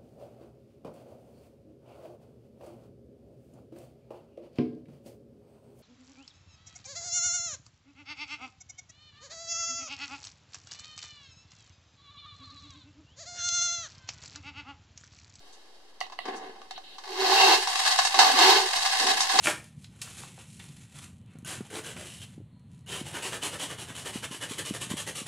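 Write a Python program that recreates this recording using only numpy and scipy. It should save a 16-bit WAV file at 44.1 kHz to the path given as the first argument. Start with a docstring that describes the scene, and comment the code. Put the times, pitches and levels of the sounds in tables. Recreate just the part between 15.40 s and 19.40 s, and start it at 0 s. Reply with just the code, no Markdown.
"""Tin friction car on a wooden table, close by: knocked about, nudged, then pushed hard twice.
Loaded gear teeth grind, squeal briefly and ring the tin shell; the driven wheels drum on the table.
After each push the car is lifted and its flywheel rattles on freely until the wheels clatter down.
Smaller sounds: bonnet taps, edge scrapes, glove rubs, table thuds. Quiet room, short echo."""
import sys
import numpy as np
from scipy import signal
from scipy.fft import rfft, irfft
from scipy.io import wavfile
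from scipy.ndimage import uniform_filter1d

SR = 44100
rng = np.random.default_rng(int(sys.argv[2]) if len(sys.argv) > 2 else 0)


def to_wav(sig):
    """Store sig (one row per channel, or 1-D mono) as 16-bit WAV at the path in sys.argv[1].

    Samples outside -1..1 are clipped; the rate is SR.
    """
    pcm = np.clip(np.atleast_2d(sig), -1, 1) * 32767
    pcm = np.round(pcm).astype(np.int16)
    wavfile.write(sys.argv[1], SR, pcm.T)  # frames by channels


N = 176400

# gear speed: t/s, tooth rate/Hz
TOOTH_RATE = [(1.65, 47), (1.8, 110), (2.068, 253), (2.8, 214), (3.06, 380)]
# grinding under the hand's force, one curve per push; the second curve opens with a short scrape as the car
# lands (2.81-2.89 s): t/s, level/dB
PUSH_LEVELS = [
    [(1.67, -43), (1.83, -27), (2.04, -16.5), (2.145, -17), (2.175, -35)],
    [(2.81, -20), (2.89, -21.5), (2.925, -27.5), (3.0, -18), (3.08, -16), (3.165, -18), (3.21, -29.5)],
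]
# gear squeal at the height of the first push: t/s, level/dB
SQUEAL_LEVEL = [(1.98, -30), (2.05, -24), (2.13, -31.5)]
# table under the driven wheels, one curve per push: t/s, level/dB re DRUM_DB, f/Hz
DRUM_CURVES = [
    [(1.72, -43.5, 390), (1.83, -33, 390), (2.03, -37, 381), (2.1, -24, 396), (2.21, -41.5, 402)],
    [(2.8, -40, 318.5), (2.94, -40.5, 287), (3.04, -26.5, 376.7), (3.15, -26.5, 399), (3.25, -39, 409)],
]
# free-running flywheel: t/s, level/dB
COAST_LEVEL = [(2.17, -28), (2.31, -29.5), (2.5, -25.5), (2.725, -30.5), (2.8, -30.5), (3.33, -28.5),
               (3.46, -28), (3.7, -24.5), (3.78, -28), (3.88, -29), (3.97, -23)]
# idle spin before the pushes: t/s, level/dB
IDLE_LEVEL = [(0, -56.5), (.55, -61.5), (1.4, -59), (1.7, -54)]
# knocks on the shell: t/s, level/dB re KNOCK_DB, chatter decay/s, cutoff/Hz
SHELL_KNOCKS = [(0.605, -31, 0.0078, 9000), (0.666, -36, 0.0019, 1790), (0.699, -31, 0.0046, 700),
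                (0.722, -28, 0.012, 1150), (0.855, -24.5, 0.0063, 1200), (1.217, -31.5, 0.0022, 990),
                (1.309, -27, 0.0036, 2980), (1.378, -30, 0.0048, 1090), (1.583, -33, 0.0098, 4000),
                (1.638, -30.5, 0.011, 1490), (1.82, -21, 0.0058, 3000), (2.273, -21.5, 0.0093, 6000),
                (2.39, -23.5, 0.0088, 7950), (2.452, -16, 0.011, 3560), (2.509, -16.5, 0.017, 6040),
                (2.588, -9, 0.0096, 5100), (2.65, -15, .008, 4900), (2.743, -13, 0.013, 3000),
                (2.79, -2.5, 0.027, 4990), (2.989, -10, 0.0071, 3940), (3.365, -18, 0.018, 9000),
                (3.458, -15.5, 0.016, 7100), (3.598, -16, 0.0074, 7340), (3.672, -16, 0.016, 5030),
                (3.805, -15.5, 0.0074, 7100), (3.896, -18, 0.016, 5000), (3.989, -1.5, 0.039, 3960)]
# wheels rolling on wood: t/s, hold/s, release/s, level/dB
WHEEL_ROLLS = [(0.842, 0.08, 0.072, -37), (1.011, 0.046, 0.13, -46.5), (2.736, 0.038, 0.059, -40),
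               (3.591, 0.082, 0.088, -35), (3.932, 0.04, 0.037, -35)]
# taps on the bonnet: t/s, level/dB
BONNET_TAPS = [(.6118, -20.5), (0.789, -23)]
# tin edge dragging: t/s, length/s, level/dB
EDGE_SCRAPES = [(0.13, 0.02, -59.5), (0.955, 0.028, -52), (2.641, 0.028, -30), (3.805, 0.027, -28)]
# glove on tin: t/s, length/s, level/dB
GLOVE_RUBS = [(0.617, 0.039, -49), (0.788, 0.059, -49.5), (1.312, 0.058, -54), (1.364, 0.014, -48.5),
              (1.441, 0.12, -52)]
# table top thuds: t/s, level/dB
TABLE_THUDS = [(3.36, -49), (3.601, -54)]
# shell resonances and hollows: f/Hz, width/Hz, level/dB
SHELL_PEAKS = [(383.7, 26, 9.5), (446.6, 11, 10), (601, 75, -11.5), (769.8, 70, 11), (1108.7, 56, 6),
               (1353, 290, -12.5), (1690, 45, 4), (2115, 57, 3.5), (2337, 150, -17.5), (2760, 110, 3),
               (3030, 97, 3), (3514, 230, -5.5), (3832, 300, 5), (4456, 500, 4.5)]
# bonnet modes: f/Hz, t60/s, level/dB
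BONNET_MODES = [(730, 0.034, -6), (1116, 0.024, -6), (1986, 0.023, -1.5), (2870, .011, -0.5),
                (4440, 0.0096, -4)]
# spectral shape of each source: f/Hz, level/dB
GRIND_COLOUR = [(50, -70), (300, -21), (600, -3.5), (850, 5), (1500, 0), (3000, -3.5), (4500, -3.5),
                (6500, -10.5), (10000, -23), (13500, -22)]
RATTLE_COLOUR = [(60, -73), (300, -27), (550, -6.5), (750, 6), (1700, 6), (3000, 2.5), (5200, 0.5),
                 (8000, -5), (14000, -20)]
SPIN_COLOUR = [(100, -60), (320, -4), (700, 1), (4300, -2), (6000, -7), (14000, -21)]
KNOCK_COLOUR = [(80, -30), (300, -39), (650, 4), (1200, 9.5), (2000, 1.5), (3000, 0.5), (6000, 1.5),
                (14000, -18.5)]
ROLL_COLOUR = [(70, -30), (150, -12), (260, 6), (450, 4.5), (1100, 5), (1900, 0.5), (2700, -6),
               (5000, -16.5), (14000, -39)]
EDGE_COLOUR = [(500, -33), (3000, -1), (6000, 9), (8500, 1.5), (14000, -22)]
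RUB_COLOUR = [(300, -10.5), (2000, -4), (2900, 3), (4200, 3), (5500, -33), (14000, -25)]
THUD_COLOUR = [(25, -1), (75, -13), (160, -15), (400, -4), (3000, -70)]
ROOM_COLOUR = [(20, 24.5), (100, -6.5), (350, 19), (1000, 11), (14000, -18)]

DRUM_DB, KNOCK_DB, ECHO_DB, ROOM_DB = -1, 20, -4, -62
T_S = np.arange(N) / SR
AGE_S = np.arange(SR // 5) / SR  # time since an impact


def gear_grind():
    """Loaded teeth strike faster as the car gathers speed and ring the shell."""
    tooth_hz = np.interp(T_S, *np.array(TOOTH_RATE).T)
    teeth = contacts(tooth_hz, jitter=0.17, scatter_db=-1.5, decay_s=0.013, scrape=0.12)
    load = sum(level_curve(push) for push in PUSH_LEVELS) * undb(wander(39.66))
    return shell(teeth * load, GRIND_COLOUR)


def gear_squeal():
    """The gears squeal briefly in the first push."""
    return rough_tone(2740, width_hz=135) * level_curve(SQUEAL_LEVEL)


def table_drum():
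    """Driven wheels drum on the table, higher as they speed up."""
    t_s, _, hz = np.vstack(DRUM_CURVES).T
    growl = rough_tone(np.interp(T_S, t_s, hz), width_hz=89.4)
    load = sum(level_curve(push) for push in DRUM_CURVES)
    drum = unit_rms(shell(growl, ROLL_COLOUR)) * load
    return undb(DRUM_DB) * pan(drum, right_db=4.5)


def flywheel(shaft_hz=49.35, throb_db=2):
    """Unloaded gears rattle in their play, throbbing once per shaft turn; the idle spin is a faint hiss."""
    turns = np.cumsum(shaft_hz * (1 + 0.1063 * wander(8))) / SR
    throb = undb(throb_db * np.sin(2 * np.pi * turns) + wander(35))
    teeth = contacts(416.2, jitter=0.4, scatter_db=3.5, decay_s=0.0018, scrape=0.57)
    rattle = unit_rms(teeth * throb) * level_curve(COAST_LEVEL)
    spin = stereo_noise(N) * undb(wander(39)) * level_curve(IDLE_LEVEL)
    return shell(rattle, RATTLE_COLOUR) + shell(spin, SPIN_COLOUR)


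def knocks():
    """A sharp blow, then loose parts chatter; soft contacts are duller."""
    size = len(AGE_S)
    blow = 0.3 * (AGE_S == 0)
    force = np.zeros((2, N + size))
    for t_s, db, decay_s, cutoff_hz in SHELL_KNOCKS:
        chatter = stereo_noise(size) * np.exp(-AGE_S / decay_s)
        chatter /= np.linalg.norm(chatter[0])
        i = int(t_s * SR)
        force[:, i:i + size] += undb(db + KNOCK_DB) * butter(blow + chatter, cutoff_hz, "low", order=1)
    return shell(force[:, :N], KNOCK_COLOUR, ring_db=-5)


def wheels(attack_s=0.015):
    """Wheels rub and bump over the wood grain."""
    load = np.zeros(N)
    for t_s, hold_s, release_s, db in WHEEL_ROLLS:
        rise = np.clip((T_S - t_s) / attack_s, 0, 1)
        load += undb(db) * rise * np.exp(-np.maximum(T_S - t_s - hold_s, 0) / release_s)
    bumps = contacts(130, jitter=0.73, scatter_db=2.5, decay_s=0.0052, scrape=1.0)
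    return shell(bumps * load, ROLL_COLOUR)


def bonnet_taps(crack_db=-15, crack_s=0.0015, rise_s=0.0011):
    """A tap cracks and rings the bonnet; the thin panel gives no bass."""
    ping = sum((-1) ** k * undb(db) * np.sin(2 * np.pi * hz * AGE_S) * undb(-60 * AGE_S / t60_s)
               for k, (hz, t60_s, db) in enumerate(BONNET_MODES))
    crack = undb(crack_db) * stereo_noise(len(AGE_S)) * np.exp(-AGE_S / crack_s)
    tap = butter((ping + crack) * np.minimum(AGE_S / rise_s, 1), 480, "high", order=4)
    force = np.zeros(N)
    for t_s, db in BONNET_TAPS:
        force[int(t_s * SR)] = undb(db)
    return pan(convolve(force, tap), right_db=8)


def edge_scrapes():
    """A tin edge drags, brief and bright."""
    drag = bursts(EDGE_SCRAPES, edge_s=0.0066) * undb(2 * wander(200))
    return shell(stereo_noise(N) * drag, EDGE_COLOUR)


def glove():
    """Cloth slides over tin: a soft hiss with abrupt ends."""
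    return shell(stereo_noise(N) * bursts(GLOVE_RUBS, edge_s=0.007), RUB_COLOUR)


def table_thuds(decay_s=0.043):
    """The table top thuds faintly as weight lands on it."""
    load = sum(undb(db) * (T_S > t_s) * np.exp(-np.abs(T_S - t_s) / decay_s) for t_s, db in TABLE_THUDS)
    return convolve(rng.standard_normal(N) * load, response(THUD_COLOUR))


def room(car):
    """Short echo of the car, without lows, over faint room noise."""
    echo = butter(convolve(car, tail(t60_s=0.18)), 740, "high")
    air = convolve(stereo_noise(N), response(ROOM_COLOUR))
    return undb(ECHO_DB) * echo + undb(ROOM_DB) * air


def shell(force, colour, ring_db=-11):
    """Tin shell: main resonances plus the lingering treble ring of its panels."""
    direct = convolve(force, response(colour, SHELL_PEAKS))
    ring = butter(convolve(direct, tail(t60_s=0.058)), 2500, "high")
    return direct + undb(ring_db) * ring


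def contacts(rate_hz, jitter, scatter_db, decay_s, scrape):
    """Uneven contacts, each a brief scratch, over a steady scrape."""
    count = np.cumsum(rate_hz * np.exp(jitter * wander(150)) / SR)
    strength = undb(scatter_db * np.clip(rng.standard_normal(N), -2, 2))
    hits = np.diff(np.floor(count), prepend=0) * strength
    pressure = signal.lfilter([1], [1, -np.exp(-1 / (decay_s * SR))], hits) + scrape
    return pressure / np.sqrt(uniform_filter1d(pressure ** 2, size=4096)) * stereo_noise(N)


def stereo_noise(size, split_hz=1445):
    """Shared lows, separate highs: the shell moves as a whole below the split, panel by panel above."""
    lows = butter(rng.standard_normal(size), split_hz, "low", order=3)
    highs = butter(rng.standard_normal((2, size)), split_hz, "high", order=3)
    return lows + highs


def rough_tone(hz, width_hz):
    """Tone of wandering strength and phase."""
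    drift = butter(rng.standard_normal((2, N)), width_hz / 2, "low")
    phase = 2 * np.pi * np.cumsum(hz * np.ones(N)) / SR
    return unit_rms(drift[0] * np.cos(phase) + drift[1] * np.sin(phase))


def response(colour, peaks=(), size=8192):
    """Minimum-phase, unit-energy impulse response: broad colour plus peaks."""
    f_hz = np.maximum(np.arange(size // 2 + 1) * SR / size, 1)
    colour_hz, colour_db = np.array(colour).T
    db = np.interp(np.log(f_hz), np.log(colour_hz), colour_db)
    db += sum(peak_db / (1 + (2 * (f_hz - hz) / width_hz) ** 2) for hz, width_hz, peak_db in peaks)
    cepstrum = irfft(np.log(undb(db)))
    cepstrum[1:size // 2] *= 2
    cepstrum[size // 2 + 1:] = 0
    ir = irfft(np.exp(rfft(cepstrum)))
    return ir / np.linalg.norm(ir)


def tail(t60_s, size=16384):
    """Dense dying modes, unit energy, independent per side."""
    ir = rng.standard_normal((2, size)) * undb(-60 * np.arange(size) / SR / t60_s)
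    return ir / np.linalg.norm(ir, axis=1, keepdims=True)


def level_curve(rows, edge_s=0.036):
    """Gain along t/s, level/dB points, fading beyond the ends."""
    t_s, db = np.array(rows).T[:2]
    outside_s = np.maximum(np.maximum(t_s[0] - T_S, T_S - t_s[-1]), 0)
    return undb(np.interp(T_S, t_s, db)) * np.exp(-(outside_s / edge_s) ** 2)


def bursts(rows, edge_s):
    return sum(level_curve([(t_s, db), (t_s + length_s, db)], edge_s) for t_s, length_s, db in rows)


def wander(rate_hz):
    """Smooth random drift, unit RMS."""
    hold = int(SR / rate_hz)
    steps = np.repeat(rng.standard_normal(N // hold + 1), hold)
    return unit_rms(uniform_filter1d(uniform_filter1d(steps, hold), hold)[:N])


def pan(x, right_db):
    return x * undb(np.array([[-right_db], [right_db]]) / 2)


def convolve(x, ir):
    return signal.fftconvolve(np.atleast_2d(x), np.atleast_2d(ir), axes=1)[:, :N]


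def butter(x, hz, kind, order=2):
    return signal.sosfilt(signal.butter(order, hz, kind, fs=SR, output="sos"), x)


def undb(db):
    return 10 ** (np.asarray(db) / 20)


def unit_rms(x):
    return x / np.sqrt(np.mean(x ** 2))


def scene():
    """Car and table in a quiet room."""
    drive = gear_grind() + gear_squeal() + table_drum() + flywheel()
    car = drive + knocks() + wheels() + bonnet_taps() + edge_scrapes() + glove()
    return car + table_thuds() + room(car)


def record(dry, right_top_hz=11800, top_hz=14100, dc_offset=-0.0023):
    """Right channel duller and advanced 4 samples; steep top cut; slight offset."""
    right = np.roll(butter(dry[1], right_top_hz, "low", order=8), -4)
    top_cut = signal.ellip(10, 0.2, 80, top_hz, fs=SR, output="sos")
    return signal.sosfilt(top_cut, np.array([dry[0], right])) + dc_offset


dry = scene()
out = record(dry)
to_wav(out)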